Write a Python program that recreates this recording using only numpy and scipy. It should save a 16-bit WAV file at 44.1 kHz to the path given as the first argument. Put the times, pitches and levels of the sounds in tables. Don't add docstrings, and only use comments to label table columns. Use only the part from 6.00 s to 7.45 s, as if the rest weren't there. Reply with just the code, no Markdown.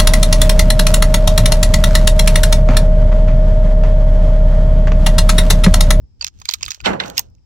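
import sys
import numpy as np
from scipy import signal
from scipy.fft import rfft, irfft, next_fast_len
from scipy.io import wavfile

SR = 44100
rng = np.random.default_rng(int(sys.argv[2]) if len(sys.argv) > 2 else 0)


def gain_from_db(level_db):
    decades = np.asarray(level_db, float) / 20
    return 10 ** decades


def unload_wav(signal):
    wavfile.write(
        sys.argv[1],
        SR,
        np.round(np.clip(np.atleast_2d(signal).T, -1, 1) * 32767).astype(np.int16),
    )


N = 63945

# t/s, peak level/dB, loudest ring f/Hz, contact/ms, brightness/dB
PULL_KNOCKS = [(.2096, -20.5, 1500, 5.1, -36), (.2225, -13.5, 5230, 1.1, -65),
               (.2255, -14, 4500, 0.86, -42), (.2448, -0.5, 5350, 0.53, -23.5),
               (.2665, -9, 5470, 0.98, -50), (.2752, -20, 5360, 1.01, -20), (.2795, -23, 6340, 1.9, -44),
               (.3985, -38, 5740, 2.5, -12), (.4155, -24, 3610, 2.33, -31), (.4545, -12.5, 5000, 1.07, -24),
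               (.4882, -3.5, 4200, 2.05, -41), (.4906, -19, 4300, 0.96, -24),
               (.4988, -15, 3300, 1.1, -24.5), (.5102, -12, 6100, 1.47, -20), (.5135, -20, 3200, 3.5, -26),
               (.5205, -21.5, 4970, 3, -24), (.5368, -5, 3780, 1.02, -12), (.5395, -8.5, 5500, 2.2, -44)]
# t/s, peak level/dB, loudest ring f/Hz, contact/ms, brightness/dB
JIGGLE_KNOCKS = [(0.609, -24.5, 2200, 1.2, -32), (0.6184, -26, 3570, 0.49, -39),
                 (0.6269, -15, 3280, 0.72, -23), (0.63, -3, 5150, 0.9, -71), (0.6404, -22, 2570, 1.4, -29),
                 (0.6484, -24.5, 4900, 1.8, -27), (0.6534, -31.5, 6320, 0.89, 2),
                 (0.6614, -13, 3860, 1.195, -51), (0.6799, -19, 2100, 2.7, -16),
                 (0.6864, -20.5, 3540, 2.1, -49), (0.7053, -9, 5800, 1.5, -64),
                 (0.7084, -11, 6250, 1.3, -19), (0.7164, -10, 4840, 0.92, -33),
                 (0.7214, -22.5, 4950, 1.24, -38), (0.7447, -20, 5320, 2.3, -24),
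                 (0.8026, -22.5, 2570, 1.16, -44)]
# t/s, peak level/dB, loudest ring f/Hz, contact/ms,
# brightness/dB
MORE_KNOCKS = [
    (.282, -24, 5570, 1.2, -42),
    (.388, -41, 5940, 0.76, -20),
    (.5435, -21, 4500, 1.4, -30),
    (.553, -34, 4000, 1.7, -28),
    (.811, -31, 4900, 2.1, -22),
    (1.30, -60, 6030, 1.1, -8),
    (1.382, -57.5, 2600, 1.46, -32.5),
]
# t/s, peak level/dB, loudest ring f/Hz, contact/ms, brightness/dB
CLOSE_KNOCKS = [
    (1.0803, -24.5, 6570, 0.67, -18.5),
    (1.099, -18, 4660, 1.02, -17),
    (1.1700, -13.5, 3220, 1.5, -24.5),
    (1.1735, -17.5, 5410, 2.5, -29.5),
    (1.1784, 1, 5090, 1.5, -19),
    (1.1928, -5, 6400, 1.09, -5),
    (1.35, -50, 5900, 1.1, -21),
]
# t/s, peak level/dB, f/Hz, t60/ms, rise/ms
STEEL_RINGS = [(.2235, -41.5, 922, 40, 2.7), (.2275, -46, 537, 24, 2.1), (.227, -32, 2625, 17, 1.2),
               (.2455, -29, 2520, 15, 1.9), (.4155, -35.5, 1003, 21, 0.88), (.4885, -27, 4360, 20, 0.72),
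               (.4905, -31.5, 935, 22, 1.6), (.5372, -20, 3350, 12, 0.38), (.5385, -39.5, 1207, 58, 0.83),
               (.609, -44, 964, 70, 0.95), (.680, -32.5, 1250, 41, 1.5), (.681, -33, 3240, 20, 1),
               (.774, -51.5, 604, 19, 3), (.802, -41.5, 1420, 65, 0.56), (.802, -48, 920, 19, 0.62),
               (.639, -51.5, 496, 19, 2), (.4545, -31.5, 2320, 25, 0.59)]
# t/s, peak level/dB, f/Hz, t60/ms, rise/ms
CLOSE_RINGS = [
    (1.1792, -16, 2813, 27, 1.2),
    (1.182, -31.5, 2000, 25, 1.2),
    (1.184, -32, 1011, 30, 2),
    (1.1935, -27, 943, 17, 1.97),
    (1.194, -25.5, 2032, 20, 0.7),
    (1.2005, -34, 1017, 15, 1.8),
    (1.179, -14, 5270, 20, 0.35),
    (1.18, -23.5, 10400, 27, .7),
]
# f/Hz, width/Hz, level/dB
STEEL_MODES = [(1030, 720, -8), (1574, 760, -5), (2570, 480, -1.5), (3200, 1200, -3), (4500, 400, -3.5),
               (5230, 710, -8), (6400, 730, -1.5), (7300, 970, -7)]
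# f/Hz, width/Hz, level/dB
SHINE_MODES = [(10400, 1800, 1.5), (12900, 1200, -2.5), (14150, 1200, 7)]
# t/s, level/dB
SCRAPE_PRESSURE = [(.195, -56), (.24, -58), (.285, -79), (.31, -74.5), (0.374, -56.5), (.44, -58),
                   (0.484, -44.5), (.525, -36.5), (.555, -54), (.59, -54), (.62, -49), (0.721, -38.5),
                   (.79, -56.5), (1.0, -76), (1.06, -35), (1.13, -53), (1.18, -35), (1.29, -70)]
# f/Hz, level/dB
STEEL_PAN = [(60, 6.5), (240, 2.5), (700, -3.5), (1290, -7.5), (2380, 0.5), (4400, -9), (15000, -6)]
# f/Hz, level/dB
CLOSE_PAN = [(200, 0.5), (700, -8), (1290, 0.5), (2380, 0.5), (4400, -4), (7500, -16), (10400, 11.5),
             (14000, -7.5)]
# t/s, peak level/dB, loudest ring f/Hz, contact/ms, brightness/dB
CARTRIDGE_TICKS = [
    (.8585, -2, 3370, .6, -44.5),
    (.9995, -7, 2010, 2.6, -43),
    (1.035, -19.5, 1878, 3.7, -35),
    (1.058, -29, 5650, 2.7, -19.5),
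]
# f/Hz, width/Hz, level/dB
BRASS_MODES = [(1420, 890, -5), (2075, 250, 2.5), (2930, 1900, -20.5), (3750, 510, 8.5), (5500, 3300, -22)]
# t/s, peak level/dB, f/Hz, t60/ms, rise/ms
BRASS_RINGS = [
    (1.0005, -18, 1504, 45, 1.5),
    (1.001, -24.5, 2080, 85, 1.5),
    (1.0002, -29, 4200, 24, .8),
    (1.001, -33.5, 450, 110, 1.5),
    (0.88, -23, 1480, 70, 2.2),
    (.859, -25, 2080, 175, 0.5),
]
# t/s, level/dB, run-up/s, damping factor, bass level/dB
LANDINGS = [
    (0.8582, -13.5, 0.024, 0.76, -1.4),
    (0.931, -28, 0.00082, 0.19, -6),
    (1.0009, -29.5, 0.0025, 0.99, -11.5),
    (1.034, -36.5, 0.0017, 0.51, 4),
    (1.075, -50, .002, 1, 12.5),
]
# f/Hz, density level/dB per Hz
PANEL_COLOUR = [(50, -8), (200, -4), (600, -0.5), (1400, -8), (2100, -6.5), (3500, -8), (7000, -23),
                (12000, -30)]
# f/Hz, t60/s
PANEL_T60 = [(70, 0.86), (250, 0.53), (800, 0.42), (2000, 0.27), (4000, 0.068), (7000, 0.18), (14000, .27)]
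# f/Hz, level/dB, t60/s
PANEL_MODES = [(70.7, -6.5, 0.26), (187.4, -5, 0.46), (219.7, 1, 0.26), (541.3, -4, 0.47), (821, -1.5, 0.3),
               (379.2, -7.5, 0.32), (1484, -12.5, 0.3)]
# f/Hz, level/dB
PANEL_PAN = [(60, 1), (200, 1), (700, -7.5), (2380, -5), (4400, -7), (15000, -5.5)]
# t/s, level/dB
GUSTS = [(0, -46), (0.036, -34.5), (0.078, -49), (.22, -46), (.31, -48.5), (0.4, -43.5), (.5, -55.5),
         (0.671, -37), (0.759, -62), (0.842, -33), (1.1, -59), (1.271, -43.5), (1.45, -52)]
# f/Hz, density level/dB per Hz
WIND_COLOUR = [(12, -47), (24, -13.5), (70, -2.5), (124, -15), (191, -23), (400, -36), (1500, -67.5),
               (1950, -100), (3300, -120)]
# f/Hz, density level/dB per Hz
HISS_COLOUR = [(470, -41), (800, -10.5), (1400, -22), (4340, -22.5), (5240, -9), (6020, -23), (9500, -27),
               (14000, -28)]

STEEL_UNLIKE, PANEL_UNLIKE = 0.55, 0.6


def rms_one(x):
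    return x / np.sqrt(np.mean(x ** 2) + 1e-20)


def at_hz(points, hz):
    table_hz, value = np.transpose(points)
    return np.interp(np.log(np.maximum(hz, 1)), np.log(table_hz), value)


def pair_noise(size, unlike):
    noise = rng.standard_normal((3, size))
    unlike = np.clip(unlike, 0, 1)
    return np.sqrt(1 - unlike * unlike) * noise[0] + unlike * noise[1:]


def coloured(x, spectrum):
    gain = gain_from_db(at_hz(spectrum, np.fft.rfftfreq(N, 1 / SR)))
    return rms_one(irfft(rfft(x) * gain, N))


def resonate(x, hz, width_hz):
    r = np.exp(-np.pi * max(width_hz, 20) / SR)
    feedback = [1, -2 * r * np.cos(2 * np.pi * hz / SR), r * r]
    return signal.lfilter([(1 - r * r) / 2, 0, (r * r - 1) / 2], feedback, x)


def body(x, modes, spread_db=0):
    out = 0
    spread_db = spread_db + np.zeros(len(modes))
    for k, ((hz, width_hz, db), extra_db) in enumerate(zip(modes, spread_db)):
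        out = out + (-1) ** k * gain_from_db(db + extra_db) * resonate(x, hz, width_hz)
    return out


def knocks(rows, modes):
    size, lead = 4096, 512
    rise_share, lead_db, lead_ms, tail_db, tail_ms = 0.9, -13.5, 1.9, -19, 8.86
    crack, spread_db, ring_db, ring_width_hz, shine_db = 6.15, 1.5, 5, 730, 22
    cut = signal.butter(3, 900, "high", fs=SR, output="sos")
    out = np.zeros((2, N + size))
    ms = (np.arange(size) - lead) / SR * 1000
    for s, db, hz, contact_ms, bright_db in rows:
        contact_ms = max(contact_ms, 0.2)
        rise_ms = rise_share * np.sqrt(contact_ms)
        late = np.maximum(ms - rise_ms, 0)
        run_in = gain_from_db(lead_db) * np.exp(np.minimum(ms, 0) / lead_ms) * (ms < rise_ms)
        decay = np.exp(-late / contact_ms) + gain_from_db(tail_db) * np.exp(-late / tail_ms)
        shape = run_in + np.clip(ms / rise_ms, 0, 1) ** 2 * decay
        burst = pair_noise(size, STEEL_UNLIKE) * shape
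        burst[:, lead + int(rise_ms * SR / 1000)] += crack / contact_ms
        balance_db = spread_db * rng.standard_normal(len(modes))
        low = body(burst, modes, balance_db) + gain_from_db(ring_db) * resonate(burst, hz, ring_width_hz)
        high = body(burst, SHINE_MODES)
        knock = low / np.abs(low).max() + gain_from_db(bright_db + shine_db) * high / np.abs(high).max()
        i = int(s * SR) - lead
        out[:, i:i + size] += gain_from_db(db) * signal.sosfilt(cut, knock)
    return out[:, :N]


def rings(rows):
    size, roughness = 4096, 0.74
    out = np.zeros((2, N + size))
    ms = np.arange(size) / SR * 1000
    for s, db, hz, t60_ms, rise_ms in rows:
        rough = rms_one(resonate(pair_noise(size, STEEL_UNLIKE), hz, 4400 / t60_ms))
        tone = np.sin(2 * np.pi * hz * ms / 1000)
        shape = (1 - np.exp(-ms / max(rise_ms, 0.1))) * gain_from_db(-60 * ms / t60_ms)
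        i = int(s * SR)
        out[:, i:i + size] += gain_from_db(db) * shape / shape.max() * (tone + roughness * rough)
    return out[:, :N]


def latch():
    start_s, hz, db, length_ms, width_hz = 0.2105, 4620, -9, 6.9, 110
    ms = (np.arange(N) / SR - start_s) * 1000
    shape = np.clip(ms, 0, 1) * np.clip((length_ms + 3 - ms) / 15.3, 0, 1)
    tone = np.sin(2 * np.pi * hz * ms / 1000)
    rough = rms_one(resonate(pair_noise(N, STEEL_UNLIKE), hz, width_hz))
    return gain_from_db(db) * shape * (tone + 0.2 * rough)


def scrape():
    grains_per_s, shine_db, trim_db = 3500, -3, -5.5
    catches = (rng.random(N) < grains_per_s / SR) * rng.exponential(1, N)
    grains = pair_noise(N, STEEL_UNLIKE) * (0.34 + catches)
    s, db = np.transpose(SCRAPE_PRESSURE)
    gain = gain_from_db(np.interp(np.arange(N) / SR, s, db, left=-120, right=-120) + trim_db)
    dull = rms_one(body(grains, STEEL_MODES))
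    bright = rms_one(body(grains, SHINE_MODES))
    return gain * (dull + gain_from_db(shine_db) * bright)


def shaking(hz, t60):
    runup_db, low_delay_cycles, decay_bend, bass_hz = -2, 2.1, 1.297, 350
    t, shape = np.arange(N) / SR, 0
    for s, db, runup_s, damping, bass_db in LANDINGS:
        late = np.maximum(t - s, 0)
        build = 1 - np.exp(-late * hz / low_delay_cycles)
        after = build * gain_from_db(-60 * (late / (t60 * damping)) ** decay_bend)
        runup = np.clip(1 + (t - s) / runup_s, 0, 1) ** 2 * (t < s)
        before = gain_from_db(runup_db) * runup * min(1, (hz / 1500) ** 2)
        level_db = db + bass_db / (1 + (hz / bass_hz) ** 2)
        shape = shape + gain_from_db(level_db) * (after + before)
    return shape


def panel():
    rattle_db, modes_db, mode_width_hz = 1.0, -5.5, 18
    out = 0
    edges = 45 * 2 ** np.arange(0, 8.6, 0.5)
    white = [pair_noise(N, PANEL_UNLIKE), pair_noise(N, PANEL_UNLIKE)]
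    knots = np.arange(N // 256 + 2) * 256
    wobble = np.interp(np.arange(N), knots, rng.standard_normal(len(knots)))
    rattle = gain_from_db(rattle_db * wobble)
    power = sum(gain_from_db(at_hz(PANEL_COLOUR, low * 1.19)) ** 2 * low * 0.41 for low in edges[:-1])
    total = np.sqrt(power * 2 / SR)
    for k, (low, high) in enumerate(zip(edges, edges[1:])):
        hz = np.sqrt(low * high)
        band_pass = signal.butter(2, [low, high], "band", fs=SR, output="sos")
        band = signal.sosfilt(band_pass, white[k % 2])
        gain = gain_from_db(at_hz(PANEL_COLOUR, hz)) / total
        out = out + gain * shaking(hz, at_hz(PANEL_T60, hz)) * band * rattle
    for hz, level_db, t60 in PANEL_MODES:
        mode = rms_one(resonate(pair_noise(N, 0.31), hz, mode_width_hz))
        out = out + gain_from_db(modes_db + level_db) * shaking(hz, t60) * mode
    return out


def wind():
    alike, pan_db, lump_db = 0.08, 3.5, 2.0
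    t = np.arange(N) / SR
    lumps = np.array([np.interp(t, np.arange(64) / 40, row) for row in rng.standard_normal((2, 64))])
    side_db = pan_db / 2 * np.array([[1], [-1]])
    gain = gain_from_db(np.interp(t, *np.transpose(GUSTS)) + side_db + lump_db * lumps)
    return gain * coloured(pair_noise(N, np.sqrt(1 - alike)), WIND_COLOUR)


def hiss():
    return gain_from_db(-72) * coloured(pair_noise(N, 1.0), HISS_COLOUR)


def ports(pair, lag_ms, pan):
    size = next_fast_len(N + 1024)
    hz = np.fft.rfftfreq(size, 1 / SR)
    tilt = gain_from_db(at_hz(pan, hz) / 2)
    left = tilt * np.exp(-2j * np.pi * hz * lag_ms / 1000)
    return irfft(rfft(pair, size) * np.array([left, 1 / tilt]), size)[:, :N]


def scene():
    steel = knocks(PULL_KNOCKS, STEEL_MODES) + knocks(JIGGLE_KNOCKS, STEEL_MODES)
    steel = steel + knocks(MORE_KNOCKS, STEEL_MODES) + rings(STEEL_RINGS) + latch() + scrape()
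    closing = knocks(CLOSE_KNOCKS, STEEL_MODES) + rings(CLOSE_RINGS)
    cartridge = knocks(CARTRIDGE_TICKS, BRASS_MODES) + rings(BRASS_RINGS)
    mix = ports(steel, 0.375, STEEL_PAN) + ports(closing, 0.3436, CLOSE_PAN)
    mix = mix + ports(cartridge, 0.401, PANEL_PAN) + ports(panel(), 0.693, PANEL_PAN)
    return mix + wind() + hiss()


def band_limit(x):
    return signal.sosfilt(signal.butter(12, 16540, fs=SR, output="sos"), x)


def record(dry):
    edge_hz, top_hz, top_db, cutoff_hz, full_scale = 8000, 8630, -12.5, 16500, 0.9
    low = signal.sosfilt(signal.butter(6, edge_hz, fs=SR, output="sos"), dry)
    top = signal.sosfilt(signal.butter(4, top_hz, "high", fs=SR, output="sos"), dry)
    held = np.clip(low + gain_from_db(top_db) * top, -full_scale, full_scale)
    mix = signal.sosfilt(signal.cheby2(16, 60, cutoff_hz, fs=SR, output="sos"), held)
    return band_limit(mix)


dry = scene()
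out = record(dry)
unload_wav(out)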